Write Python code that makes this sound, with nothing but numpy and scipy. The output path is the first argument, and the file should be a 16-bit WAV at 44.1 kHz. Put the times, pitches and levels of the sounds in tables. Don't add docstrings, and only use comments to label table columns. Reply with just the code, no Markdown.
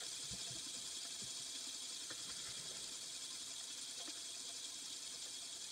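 import sys
import numpy as np
from scipy import signal
from scipy.fft import rfft, irfft
from scipy.io import wavfile
from scipy.ndimage import uniform_filter1d

SR = 44100
rng = np.random.default_rng(int(sys.argv[2]) if len(sys.argv) > 2 else 0)


def store_wav(level_fs):
    pcm = np.round(np.clip(np.atleast_2d(level_fs), -1, 1) * 32767)
    wavfile.write(sys.argv[1], SR, pcm.T.astype(np.int16))


def makeup_ratio(level_db):
    decades = np.asarray(level_db, float) / 20
    return 10 ** decades


N = 252119
CAGE = .64


def evened(x):
    return x / np.sqrt(np.mean(x ** 2) + 1e-20)


def add(mix, start_s, sound):
    part = mix[round(start_s * SR):][:len(sound)]
    part += sound[:len(part)]


def resonate(x, hz, width_hz, order=2):
    r = np.exp(-np.pi * width_hz * np.sqrt(order) / SR)
    g = (1 - r ** 2) / 2
    section = [g, 0, -g, 1, -2 * r * np.cos(2 * np.pi * hz / SR), r ** 2]
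    return signal.sosfilt([section] * order, x)


def wander(hz):
    rate = np.fft.rfftfreq(N, 1 / SR) / hz
    gain = rate / (.4 + rate) / (1 + rate ** 2)
    return evened(irfft(rfft(rng.standard_normal(N)) * gain, N))


START_TURNS_PER_S, SLOWING_TURNS_PER_S2, EASING_TURNS_PER_S3 = 11.39, .24, .004


def turns_at(t):
    return START_TURNS_PER_S * t - SLOWING_TURNS_PER_S2 * t ** 2 / 2 + EASING_TURNS_PER_S3 * t ** 3 / 3


def balls(contacts_per_s=2500, spread_db=3.5, smooth=0.86, flicker_db=0.92, flicker_hz=50):
    size = makeup_ratio(spread_db * np.minimum(rng.exponential(1, N), 5)) * rng.choice([-1, 1], N)
    contacts = evened(size * (rng.random(N) < contacts_per_s / SR))
    rolling = smooth * rng.standard_normal(N) + np.sqrt(1 - smooth ** 2) * contacts
    return rolling * makeup_ratio(flicker_db * wander(flicker_hz))


# lobes_per_turn (of body or cage), centre_hz, reach_hz, depth (of power), angle_turns
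BEAMS = [(1, 3300, 250, .23, -.45), (1, 5200, 600, .6, .34), (1, 7250, 450, .45, .34),
         (1, 8100, 350, .14, -.45), (1, 9500, 500, .22, .16), (1, 11100, 700, .42, -.09),
         (2, 3300, 250, .14, .01), (2, 3850, 350, .19, .23), (2, 4550, 350, .22, .4),
         (2, 5400, 330, .25, -.21), (2, 6080, 450, .5, .07), (2, 8000, 400, .14, -.02),
         (2, 9300, 600, .19, .31), (2, 15600, 900, .32, .18), (3, 4000, 600, .11, -.36),
         (3, 6150, 350, .19, -.13), (3, 7300, 480, .55, .1), (3, 8350, 800, .33, .48),
         (3, 11100, 900, .62, -.2), (CAGE, 3550, 600, .4, -.13), (CAGE, 5100, 900, .26, .33)]


def beaming(hz, turns):
    lobes, centre_hz, reach_hz, depth, angle_turns = np.transpose(BEAMS)
    share = depth * np.exp(-((hz - centre_hz) / reach_hz) ** 2)
    return share @ np.cos(2 * np.pi * (np.outer(lobes, turns) + angle_turns[:, None]))


# pitch_hz, width_hz, level_db
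TABLE_MODES = [(275, 63, -73), (390, 46, -82.5), (495.3, 31, -77.5), (680.7, 41, -78), (856, 33, -84),
               (926, 51, -86), (973, 28, -87.5), (1044.6, 29, -78.5), (1192, 52, -82.5), (1306, 46, -80.5),
               (1388, 78, -84.5), (1490, 150, -78.5), (1630, 43, -78.5), (1746, 64, -78.5), (1914, 96, -84),
               (2074, 74, -81.3), (2192, 21, -79), (2300, 48, -78.5), (2377, 34, -75.5), (2454, 38, -77),
               (2534, 104, -79), (2629, 37, -78), (2717, 51, -79.5), (2830, 74, -82)]
# pitch_hz, width_hz, level_db
BODY_MODES = [(3231, 222, -62.5), (3375, 142, -60), (3710, 315, -60), (3970, 450, -62), (4397, 290, -60.5),
              (4738, 250, -61.5), (5157, 330, -62.5), (5355, 204, -60.5), (5795, 690, -66),
              (5866, 188, -62.5), (6170, 300, -62), (6800, 320, -64.5), (7023, 200, -59.5),
              (7445, 350, -62), (7980, 220, -63), (8420, 390, -61), (8890, 320, -66), (9450, 530, -64.5),
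              (10950, 400, -70.5), (11450, 1140, -80), (15600, 2400, -76)]
ROCKING = [(1, .3, .36), (2, .12, .15), (3, .1, .15), (CAGE, .1, .4)]
# peak_s, level_db
FLARES = [(.4, 2.5), (1.053, 1), (1.395, 1), (1.555, 3.5), (1.695, 3), (1.835, 2), (2.295, 2), (2.5, 2.5),
          (4.01, 2), (4.095, 4.5), (4.485, 3), (4.625, 3), (4.91, 2), (5.225, 3)]
FLARE_S, FLARE_TOP_HZ = 0.017, 5640
RATTLE_DB, RATTLE_DB_PER_TURN_PER_S = 3.5, 1.77


def spinner(table_patch_db=3.0, body_patch_db=1.61, patch_hz=28, lobe_gain=0.97):
    step = 32
    t = np.arange(0, N + step, step) / SR
    turns = turns_at(t)
    lost_turns_per_s = START_TURNS_PER_S - np.gradient(turns_at(np.arange(N) / SR)) * SR
    drive = balls() * makeup_ratio(RATTLE_DB - RATTLE_DB_PER_TURN_PER_S * lost_turns_per_s)
    flare_db = sum(db * np.exp(-((t - s) / FLARE_S) ** 2) for s, db in FLARES)
    rocking = sum(depth * np.cos(2 * np.pi * (lobes * turns + angle)) for lobes, depth, angle in ROCKING)
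    out = np.zeros(N)
    for k, (hz, width_hz, db) in enumerate(TABLE_MODES + BODY_MODES):
        in_table = k < len(TABLE_MODES)
        power = 1 + lobe_gain * (rocking if in_table else beaming(hz, turns))
        drift_hz = patch_hz * rng.uniform(.27, 1, 6)
        drift = sum(np.sin(2 * np.pi * (f * t + rng.random())) for f in drift_hz) / np.sqrt(3)
        patch_db = table_patch_db if in_table else body_patch_db
        mode_db = patch_db * drift + flare_db / (1 + (hz / FLARE_TOP_HZ) ** 6)
        beam = np.sqrt(np.maximum(power, .03)) * makeup_ratio(mode_db)
        ring = makeup_ratio(db) * evened(resonate(drive, hz, width_hz))
        out += (-1) ** k * ring * np.repeat(beam, step)[:N]
    return out


def room(x, t60_s=0.17, gap_s=.003, wet_db=-11):
    t = np.arange(SR // 4) / SR
    turns = turns_at(np.arange(N) / SR)
    tails = rng.standard_normal((4, len(t))) * makeup_ratio(-60 * t / t60_s) * (t > gap_s)
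    tails = tails / np.linalg.norm(tails[0])
    facing = np.maximum(np.cos(2 * np.pi * (turns - np.arange(4)[:, None] / 4)), 0)
    wet = signal.oaconvolve(x * facing, tails, axes=1)[:, :N].sum(0)
    return (x + makeup_ratio(wet_db) * wet) / np.sqrt(1 + makeup_ratio(2 * wet_db))


# peak_s, fade_s (to fall by FADE_DB), rub_db, bright_over_rub_db, rumble_db
STROKES = [
    (0, 0.02, -67.5, 15, -71),
    (.15, 0.5, -79, 7, -80),
    (.58, 0.64, -75, -10, -71.5),
    (2.17, 0.1, -80, 10, -79),
    (2.31, 0.2, -78.5, 15.5, -67.5),
    (2.48, 0.08, -71.5, 12.5, -74),
    (2.71, 0.27, -65, -0.5, -67),
    (3.5, 1.7, -81, 7, -80),
    (5.2, .5, -89, -10, -79.5),
    (5.75, 0.2, -81, 9, -86),
]
FADE_DB, RESTING_DB = 10, -85
# pitch_hz, width_hz, level_db
BRIGHT_MODES = [(1040, 80, -20), (1390, 170, 0), (1620, 120, -4), (1780, 110, -2), (2900, 1800, -3)]


def hand():
    peak_s, fade_s, rub_db, bright_db, rumble_db = np.transpose(STROKES)
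    from_peak_s = abs(np.arange(N) / SR - peak_s[:, None])
    swell_power = makeup_ratio(-2 * FADE_DB * from_peak_s / fade_s[:, None])
    levels_db = (rub_db, rub_db + bright_db, rumble_db)
    dull, bright, weight = (np.sqrt(makeup_ratio(2 * db) @ swell_power) for db in levels_db)
    noise = rng.standard_normal((3, N))

    rumble_modes = [(48, 30, 0), (134.4, 34, 4.0), (171, 27, 3.0)]
    rumble = evened(sum(makeup_ratio(db) * evened(resonate(noise[0], hz, w)) for hz, w, db in rumble_modes))
    rumble = rumble * np.hypot(weight, makeup_ratio(RESTING_DB))

    rub_modes = BRIGHT_MODES[1:] + [(2030, 230, -0.3), (4400, 2700, 0.92)]
    bright_rub = sum(makeup_ratio(db) * evened(resonate(noise[2], hz, 0.64 * w)) for hz, w, db in rub_modes)
    rub = dull * evened(resonate(noise[1], 377, 260)) + bright * evened(bright_rub)
    return rumble * makeup_ratio(2.1 * wander(35)) + rub * makeup_ratio(2.4 * wander(40))


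# pitch_hz, level_db_per_hz
AIR_SPECTRUM = [(22, -28), (55, -4.5), (125, -4), (220, -6), (330, -5.5), (600, -6), (800, -5),
                (1120, -8.5), (2000, -8), (2800, -19.5), (5000, -7.5), (13000, -16.5), (15000, -25),
                (15700, -28)]
AIR_DB = -66.5


def air():
    hz, db = np.transpose(AIR_SPECTRUM)
    gain = makeup_ratio(np.interp(np.log(np.fft.rfftfreq(N, 1 / SR) + 1), np.log(hz), db))
    return makeup_ratio(AIR_DB) * evened(irfft(rfft(rng.standard_normal(N)) * gain, N))


# start_s, dull_peak_db, spot_hz (favoured there), bright_peak_db, rattle_s
TAPS = [(.016, -52.5, 570, -51.5, .015), (.47, -57, 620, -56, 0.0062), (1.051, -59, 850, -50.5, 0.0083),
        (2.102, -48.5, 400, -43.5, 0.015), (2.194, -69, 310, -57, .0088), (2.298, -62, 470, -48.5, .012),
        (3.31, -68.5, 480, -68, .008), (3.608, -60, 750, -50.5, .004), (3.998, -53.5, 560, -59, 0.017),
        (4.075, -55, 500, -47.5, 0.0022), (4.077, -46.5, 340, -70, .0068), (4.172, -58, 310, -54, .0054),
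        (4.49, -57.5, 700, -62, .011), (5.26, -57, 450, -59, 0.016)]
# pitch_hz, width_hz
LOW_MODES = [(310, 67), (490, 104), (690, 41)]
SPOT_DB_PER_OCTAVE_SQUARED = 30


def taps():
    out, t = np.zeros(N), np.arange(SR // 5) / SR
    for start_s, dull_db, spot_hz, bright_db, rattle_s in TAPS:
        contact = 0.13 * rng.standard_normal(len(t)) * np.exp(-t / rattle_s) + (t == 0)
        rings = [resonate(contact, hz, w) for hz, w in LOW_MODES]
        rings.append(sum(makeup_ratio(db) * resonate(contact, hz, w) / w for hz, w, db in BRIGHT_MODES))
        peaks_db = [dull_db - SPOT_DB_PER_OCTAVE_SQUARED * np.log2(hz / spot_hz) ** 2 for hz, w in LOW_MODES]
        peaks_db.append(bright_db)
        add(out, start_s, sum(makeup_ratio(db) * ring / abs(ring).max() for db, ring in zip(peaks_db, rings)))
    low_cut = signal.butter(3, 210, "high", fs=SR, output="sos")
    return signal.sosfilt(low_cut, out)


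# start_s, peak_db, pitch_hz
BUMPS = [(.231, -60, 137), (.299, -51, 65), (.305, -50, 122), (.322, -48.5, 190), (.33, -56, 483),
         (.497, -49.5, 130), (.52, -56, 120), (1.235, -66, 55), (.547, -53.5, 322), (.55, -63, 61.6),
         (.554, -58, 194), (.661, -52, 284), (.762, -51, 242), (.77, -63, 126), (1.215, -50.5, 210),
         (1.216, -58.5, 390), (1.226, -54, 129), (1.39, -63, 132), (1.667, -53.5, 272), (2.1, -65, 125),
         (2.29, -63, 302), (2.3, -68, 65), (2.468, -62, 64.4), (2.478, -61, 123), (2.585, -62, 143),
         (3.3, -63.5, 1045), (3.31, -63, 288), (4.005, -61, 1050), (5.25, -72, 60)]
# pitch_hz, rise_s, t60_s
BUMP_SHAPE = [(63, .019, .14), (128, 0.015, 0.2), (207, 0.011, 0.07), (290, .009, 0.082), (480, .008, .075),
              (1040, .007, .16)]


def bumps():
    out, t = np.zeros(N), np.arange(SR // 2) / SR
    pitch_hz, rises_s, t60s_s = np.transpose(BUMP_SHAPE)
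    for start_s, peak_db, hz in BUMPS:
        rise_s = np.interp(np.log(hz), np.log(pitch_hz), rises_s)
        t60_s = np.interp(np.log(hz), np.log(pitch_hz), t60s_s)
        swell = np.sin(np.pi / 2 * np.minimum(t / rise_s, 1)) ** 2
        decay = makeup_ratio(-60 * np.maximum(t - rise_s, 0) / t60_s)
        add(out, start_s, makeup_ratio(peak_db) * swell * decay * np.sin(2 * np.pi * hz * t))
    return out


def scene():
    mono = room(spinner() + bumps()) + hand() + air() + taps()
    return np.array([mono, mono])


def masked(x, below_db=16.2, slope_db_per_hz=.0033, from_hz=5000):
    hz, _, z = signal.stft(x, SR, nperseg=2048, noverlap=1536)
    power = uniform_filter1d(abs(z) ** 2, size=7, axis=0)
    power = uniform_filter1d(power, size=3, axis=1)
    band_db = 10 * np.log10(power + 1e-20)
    fall_db = slope_db_per_hz * hz[:, None]
    mask_db = np.maximum.accumulate(band_db + fall_db, axis=0) - fall_db - below_db
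    kept = (band_db > mask_db) | (hz[:, None] < from_hz)
    return signal.istft(z * kept, SR, nperseg=2048, noverlap=1536)[1][:N]


def roll_off(x):
    return signal.sosfilt(signal.butter(12, 15900, fs=SR, output="sos"), x)


def record(dry):
    x = signal.sosfilt(signal.butter(2, 42, "high", fs=SR, output="sos"), dry[:1])
    band_limit = signal.firwin(1023, 15760, window=("kaiser", 7), fs=SR)
    x = signal.oaconvolve(x, band_limit[None], "same")
    mix = np.array([masked(x[0])] * len(dry))
    return roll_off(mix)


dry = scene()
out = record(dry)
store_wav(out)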